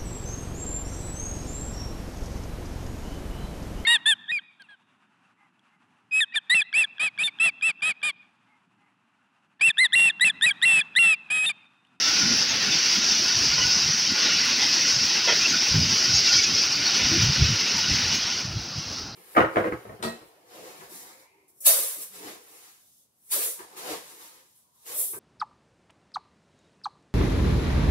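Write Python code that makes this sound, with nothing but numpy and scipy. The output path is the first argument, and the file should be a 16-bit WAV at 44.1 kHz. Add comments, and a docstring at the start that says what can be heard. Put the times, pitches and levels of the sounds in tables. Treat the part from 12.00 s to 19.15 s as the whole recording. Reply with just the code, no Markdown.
"""Wheels hiss and roar close by on the next track: a passenger train passes, heard from a train
running the other way; its last coach is gone at 6.3 s. Rolling noise is coloured, patchy noise.
The rims ring faintly as narrow resonances and notes, flanges chirp and scrape in clusters of short tones,
the running gear clatters as struck modes and squeaks on unsteady notes,
and the slipstream buffets a single small microphone with bursts of low noise."""
import sys
import numpy as np
from scipy import signal
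from scipy.fft import rfft, irfft
from scipy.io import wavfile
from scipy.ndimage import uniform_filter1d

SR = 44100
rng = np.random.default_rng(int(sys.argv[2]) if len(sys.argv) > 2 else 0)


def unload_audio(sound):
    """Save the sound as a 16-bit wav file, at the path given as the first command line argument."""
    columns = np.transpose(np.atleast_2d(sound))
    # keep every value between -1 and 1, then stretch to whole-number steps
    steps = np.round(np.clip(columns, -1, 1) * 32767)
    wavfile.write(sys.argv[1], SR, steps.astype(np.int16))


N = 315315
TIME = np.arange(N) / SR
FRAME, HOP = 1025, 256  # samples, for colouring noise

# The wheels going by, before each layer's own trim.
# Each row: time in seconds, hiss level in dB, roar level in dB.
WHEELS = [(0.0,-21.5,-29.5), (0.69,-24.5,-28), (0.75,-22,-28), (0.96,-21.5,-28.5), (2.01,-22.5,-31),
          (2.25,-24,-26), (3.06,-21.5,-30), (3.12,-24,-28.5), (4.23,-22,-30), (4.32,-22.5,-30),
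          (4.77,-25,-31), (4.83,-24,-27.5), (5.7,-25,-29), (6.09,-25.5,-30), (6.33,-28.5,-32.4),
          (6.51,-36.4,-41.5), (6.99,-36,-44.5), (7.15,-46,-53)]
# Colour of the hiss of steel on steel. Each row: frequency in Hz, relative density in dB.
HISS_COLOUR = [(1500, -70), (3200, -24), (4100, -19.5), (4500, -4), (5000, -1), (5600, 0), (6100, -4),
               (6600, -17), (7100, -23), (8500, -41.5)]


def gain_of(db):
    """Decibels to amplitude."""
    return 10 ** (np.asarray(db) / 20)


def evened(x):
    """Scales to rms 1."""
    return x / np.sqrt(np.mean(x ** 2) + 1e-20)


def curve(table, column):
    """One column of a time table at every sample."""
    rows = np.transpose(table)
    return np.interp(TIME, rows[0], rows[column])


def read(points, hz):
    """A spectrum in dB, interpolated on a log-frequency axis."""
    f, db = np.transpose(points)
    return np.interp(np.log(hz + 1), np.log(f + 1), db)


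def add(mix, s, sound):
    """Mixes a sound in at time s."""
    part = mix[round(s * SR):][:len(sound)]
    part += sound[:len(part)]


def wander(rate_hz):
    """Slow chance of rms 1: noise that loses strength above the given rate."""
    hz = np.fft.rfftfreq(N, 1 / SR)
    slow = rfft(rng.standard_normal(N)) / (1 + (hz / rate_hz) ** 4)
    return evened(irfft(slow, N))


def rush(spectrum, patchy_db, patch_hz, patch_s):
    """Noise of a given colour, rms 1, in which patches of the spectrum swell and fade."""
    hz, _, z = signal.stft(rng.standard_normal(N), SR, nperseg=FRAME, noverlap=FRAME - HOP)
    bins, frames = max(1, round(patch_hz * FRAME / SR)), max(1, round(patch_s * SR / HOP))
    patches = uniform_filter1d(rng.standard_normal(z.shape), bins, axis=0)
    patches = evened(uniform_filter1d(patches, frames, axis=1))
    z = z * gain_of(read(spectrum, hz)[:, None] + patchy_db * patches)
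    _, noise = signal.istft(z, SR, nperseg=FRAME, noverlap=FRAME - HOP)
    return evened(noise[:N])


def resonate(x, hz, width):
    """A resonance of gain 1 and a width in Hz that follows a pitch."""
    turn = np.exp(2j * np.pi * np.cumsum(hz * np.ones(len(x))) / SR)
    r = np.exp(-np.pi * width / SR)
    # turn the pitch down to zero, smooth there, turn it back up
    return 2 * (turn * signal.lfilter([1 - r], [1, -r], x / turn)).real


def swells(table, column, edge_s):
    """Gain over time of events that rise, hold and fall; the edges are centred on start and end."""
    out = np.zeros(N)
    for row in table:
        start, length = row[0], row[1]
        inside_s = np.minimum(TIME - start, start + length - TIME)
        out += gain_of(row[column]) * np.clip(.5 + inside_s / edge_s, 0, 1)
    return out


def wheel_levels():
    """Hiss and roar in dB, lifted as a pair of bogies goes by with every coach."""
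    coach_s, first_bogie_s = 0.857, .01
    bogie_hiss_db, bogie_roar_db = .5, 0.5
    bogies = np.cos(2 * np.pi * (TIME - first_bogie_s) / coach_s)
    hiss_db = curve(WHEELS, column=1) + bogie_hiss_db * bogies
    roar_db = curve(WHEELS, column=2) + bogie_roar_db * bogies
    return hiss_db, roar_db


def rolling():
    """Rough steel on steel: hiss, roar, rumble and fizz, all shaken by the same uneven rail."""
    # Colours of the rolling noise. Each row: frequency in Hz, relative density in dB.
    roar_colour = [(300, -60), (1000, -22.5), (1350, -10), (1650, -6.5), (1900, -2.5), (2250, -2.5),
                   (2800, 1), (3400, -2.5), (4200, 0), (5500, -9), (8500, -44)]
    rumble_colour = [(40, -46), (110, -9), (200, 3), (330, 6), (450, 0.5), (620, -2), (950, 1.5),
                     (1200, 0.5), (1800, -8.5), (4000, -30)]
    fizz_colour = [(5500, -16), (7500, 4), (9000, 5), (11000, 5), (12800, -6), (14000, -15), (14700, 9),
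                   (15700, 7.5)]
    hiss_db, roar_db = wheel_levels()
    # the rumble carries far: it keeps only a share of the roar's rise and fall
    rumble_db = -27.5 + 0.43 * roar_db
    judder, surge = wander(rate_hz=14.4), wander(rate_hz=7.7)

    hiss = rush(HISS_COLOUR, patchy_db=1.5, patch_hz=300, patch_s=.045)
    hiss *= gain_of(hiss_db - 0.36 + 0.72 * judder + 0.51 * surge)
    roar = rush(roar_colour, patchy_db=2.0, patch_hz=220, patch_s=0.06)
    roar *= gain_of(roar_db + 1.06 + .5 * judder + 0.24 * surge)
    rumble = rush(rumble_colour, patchy_db=3.0, patch_hz=130, patch_s=0.046)
    rumble *= gain_of(rumble_db + 1.1 * judder)
    # the finest spray of the hiss flutters most
    flutter_db = .8 * judder + .8 * surge + 1.5 * wander(rate_hz=64)
    fizz = rush(fizz_colour, patchy_db=2.5, patch_hz=1500, patch_s=.04)
    fizz *= gain_of(0.8 * hiss_db - 29.5 + flutter_db)
    return hiss + roar + rumble + fizz


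def own_wheels():
    """Our own wheels, further off under the floor: a steady bed of coloured, patchy noise."""
    # Colour of that bed. Each row: frequency in Hz, relative density in dB.
    own_colour = [(60, -28), (250, -7), (550, -4.5), (830, 3), (1100, -14), (1350, 7), (2000, -14),
                  (3300, -11), (4100, 6.5), (5200, 0), (8000, -40)]
    return gain_of(-43.5) * rush(own_colour, patchy_db=-2.0, patch_hz=200, patch_s=0.046)


def rims():
    """Rail roughness keeps two wheel modes simmering; now and then the lower one rings out as a clear note."""
    # A wheel rim rings out. Each row: start in seconds, length in seconds, level in dB.
    rings = [(.06, 0.27, -38.5), (1.24, 0.056, -34.5), (1.57, 0.19, -37), (2.1, 0.24, -40.5),
             (2.45, 0.091, -43), (2.85, 0.11, -41.5), (4.06, 0.06, -38.5), (4.26, .15, -39),
             (4.92, 0.25, -43)]
    low_hz, high_hz = 1452, 2670
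    under_roar_db = -15
    drift = 1 + 0.016 * wander(rate_hz=2.7)
    low = resonate(rng.standard_normal(N), low_hz * drift, width=170)
    low = evened(resonate(low, low_hz * drift, width=170))
    high = evened(resonate(rng.standard_normal(N), high_hz * drift, width=250))
    simmer = low * gain_of(3.6 * wander(rate_hz=14))
    simmer += high * gain_of(-4.5 + 1.8 * wander(rate_hz=17))
    simmer *= gain_of(curve(WHEELS, column=2) + under_roar_db)

    pitch = low_hz * (1 + 0.0173 * wander(rate_hz=60.6))
    note = np.sin(2 * np.pi * np.cumsum(pitch) / SR)
    note = evened(note * gain_of(3.9 * wander(rate_hz=38)))
    return simmer + note * swells(rings, column=2, edge_s=0.033)


def chirp_cloud(count, low_hz, high_hz, glide):
    """Short notes at random times and pitches, each falling a little as it goes by."""
    out = np.zeros(N)
    for when, pitch, span, size in rng.random((count, 4)):
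        u = np.linspace(-1, 1, round((0.034 + 0.056 * span) * SR))
        hz = (low_hz + pitch * (high_hz - low_hz)) * (1 - glide * u / 2)
        note = np.sin(2 * np.pi * np.cumsum(hz) / SR) * signal.windows.hann(len(u))
        # high notes radiate better
        add(out, when * N / SR, size * hz / high_hz * note)
    return out


def chirps():
    """Flanges touch the rail all along the train: faint chirps inside the hiss."""
    cloud = chirp_cloud(count=260, low_hz=1596, high_hz=6510, glide=0.021)
    return cloud * gain_of(curve(WHEELS, column=1) - 2)


def slipstream(steadiness=0.72):
    """Eddies thump the microphone: deep gusts and a lighter flutter, over restless air."""
    # Eddies hitting the microphone, levels before the trim and wander below.
    # Each row: start in seconds, length in seconds, deep thump in dB, light flutter in dB.
    gusts = [(0.2, 0.15, -42.5, -29.5), (0.66, 0.051, -50, -34), (0.96, 0.07, -50, -35),
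             (1.35, 0.21, -40.5, -45), (1.59, 0.11, -37, -45), (1.8, 0.11, -40, -41),
             (2.08, 0.054, -44, -30.5), (2.94, 0.051, -37.5, -40), (3.51, 0.06, -43, -32.5),
             (3.72, 0.12, -26.5, -30), (3.83, 0.13, -37, -31.5), (4.08, 0.14, -36.5, -50),
             (4.34, 0.056, -37, -47), (4.48, 0.09, -40, -36.5), (4.75, 0.068, -42, -35.5),
             (5.01, 0.072, -31.5, -32), (5.1, 0.12, -33, -32), (5.21, 0.11, -25, -36),
             (5.39, 0.049, -18, -32), (5.45, 0.1, -25, -36), (5.88, 0.078, -29, -33.5),
             (5.98, 0.19, -38.5, -39), (6.45, 0.086, -35.5, -42), (6.55, 0.065, -30.5, -47),
             (6.75, 0.053, -34, -45)]
    # Colours of the deep and the light air. Each row: frequency in Hz, relative density in dB.
    deep_colour = [(22, -50), (45, -22), (75, 1.5), (115, 7.5), (160, 1), (210, -26.5), (400, -33),
                   (1200, -59)]
    light_colour = [(60, -37), (125, -18), (175, 2), (250, 0.5), (330, -10), (480, -23), (1200, -56)]
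    edge_s = 0.045
    gust = rush(deep_colour, patchy_db=5.5, patch_hz=60, patch_s=0.035)
    breeze = rush(light_colour, patchy_db=4.0, patch_hz=90, patch_s=0.034)
    # the eddies of one gust are of like strength
    gust = gust / uniform_filter1d(gust ** 2, size=2400) ** (steadiness / 2)
    breeze = breeze / uniform_filter1d(breeze ** 2, size=2400) ** (steadiness / 2)

    # between gusts the air keeps stirring; the deep part more so in the wake of the last coaches
    eddies = wander(rate_hz=11)
    wake_db = 4 * np.clip((TIME - 3.6) / 1.2, 0, 1)
    stir = gain_of(-52 + wake_db + 2.8 * eddies)
    # the light stirring dies away behind the last coach, at 5.5 dB per second
    calm_db = 5.5 * np.maximum(TIME - 6.47, 0)
    flutter = gain_of(-44 - calm_db + 2.5 * eddies)

    deep = np.hypot(swells(gusts, column=2, edge_s=edge_s), stir)
    light = np.hypot(swells(gusts, column=3, edge_s=edge_s), flutter)
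    thumps = gust * deep * gain_of(-0.3 + 1.4 * wander(rate_hz=14))
    return thumps + breeze * light * gain_of(-3.0 + 1.75 * wander(rate_hz=11))


def squeaks(waver=0.022):
    """Steel sticks and slips for a moment on one unsteady note."""
    # Short squeaks and groans, before the shared tremor.
    # Each row: start in seconds, length in seconds, middle pitch in Hz, level in dB.
    steel_notes = [(.01, 0.14, 1334, -39.5), (0.71, 0.043, 3550, -29), (1.572, 0.051, 1045, -39),
                   (1.6, 0.055, 2950, -30), (1.604, 0.057, 2000, -38), (1.71, 0.071, 5710, -33),
                   (3.444, 0.029, 2710, -21.5), (3.81, 0.045, 4840, -27), (4.137, 0.047, 6570, -29),
                   (4.266, 0.052, 2693, -31), (4.32, 0.075, 3170, -36), (4.372, 0.042, 2260, -28.5),
                   (4.416, 0.046, 6500, -34), (4.43, 0.058, 2550, -34), (4.729, 0.042, 4550, -28),
                   (4.845, 0.043, 4450, -27), (5.11, 0.07, 329, -30)]
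    out, unsteady = np.zeros(N), 1 + waver * wander(rate_hz=260)
    for s, length, hz, db in steel_notes:
        pitch = hz * unsteady[round(s * SR):][:round(length * SR)]
        note = np.sin(2 * np.pi * np.cumsum(pitch) / SR) * signal.windows.tukey(len(pitch), .6)
        add(out, s, gain_of(db) * evened(note))
    tremor = evened(gain_of(2.0 * wander(rate_hz=170)))
    return out * tremor


def scrapes(squeal_db=-4):
    """A flange pressed against the rail: a burst of hiss with a cluster of squealing partials."""
    # A flange scrapes along the rail. Each row: start in seconds, length in seconds, level in dB.
    presses = [(.02, 0.045, -26), (1.7, 0.077, -24), (2.85, .08, -22.5), (4.13, .07, -22),
               (4.25, 0.06, -23), (4.32, 0.083, -19), (4.42, 0.042, -23), (4.54, .11, -24)]
    grind = rush(HISS_COLOUR, patchy_db=4, patch_hz=153, patch_s=.04)
    squeal = evened(chirp_cloud(count=1400, low_hz=1600, high_hz=6210, glide=.02))
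    scrape = evened(grind + gain_of(squeal_db) * squeal)
    return scrape * swells(presses, column=2, edge_s=0.026)


def clanks(low_hz=390, high_hz=6200, contact_s=0.0091):
    """Each blow on the running gear is a brief gritty contact that rings the same steel parts."""
    # Blows. Each row: time in seconds, level in dB of the first 10 ms before the band limit.
    blows = [(1.58, -30.5), (1.617, -34), (3.273, -22.5), (3.283, -20), (3.293, -20.5), (3.303, -22),
             (3.322, -21), (4.996, -29)]
    # Modes of the running gear. Each row: middle frequency in Hz, level in dB, 60 dB decay in seconds.
    modes = [(510, -5.5, 0.058), (630, -2, 0.044), (754, -11, 0.03), (954, -1.5, 0.033), (1417, -3, 0.093),
             (1870, -5.5, 0.044), (2030, 4.5, .06), (2576, 4.5, .06), (3040, 3, 0.051), (3230, 2.5, 0.058),
             (5390, 3.5, 0.046)]
    t, out = np.arange(SR // 6) / SR, np.zeros(N)
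    for s, db in blows:
        contact = rng.standard_normal(len(t)) * np.exp(-t / contact_s)
        blow = np.zeros(len(t))
        for hz, mode_db, t60 in modes:
            # the point struck shifts each mode a little
            struck_hz = hz * (1 + rng.normal(0, 0.013))
            ring = gain_of(-60 * t / t60) * np.sin(2 * np.pi * struck_hz * t)
            blow += gain_of(mode_db) * evened(signal.fftconvolve(contact, ring)[:len(t)])
        add(out, s, gain_of(db) * blow / blow[:SR // 100].std())
    # parts this small radiate no bass, and their contacts are too blunt for high treble
    band = signal.butter(4, [low_hz, high_hz], "bandpass", fs=SR, output="sos")
    return signal.sosfilt(band, out)


def scene():
    """Everything reaches one microphone, the same in both channels."""
    train = rolling() + rims() + chirps() + squeaks() + scrapes() + clanks()
    mono = train + own_wheels() + slipstream()
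    return np.array([mono, mono])


def record(dry):
    """The recorder's band limit: a steep low-pass that removes the highest treble."""
    edge_hz = 15850
    low_pass = signal.firwin(511, edge_hz, window=("kaiser", 9), fs=SR)
    return signal.oaconvolve(dry, low_pass[None], "same")


dry = scene()
out = record(dry)
unload_audio(out)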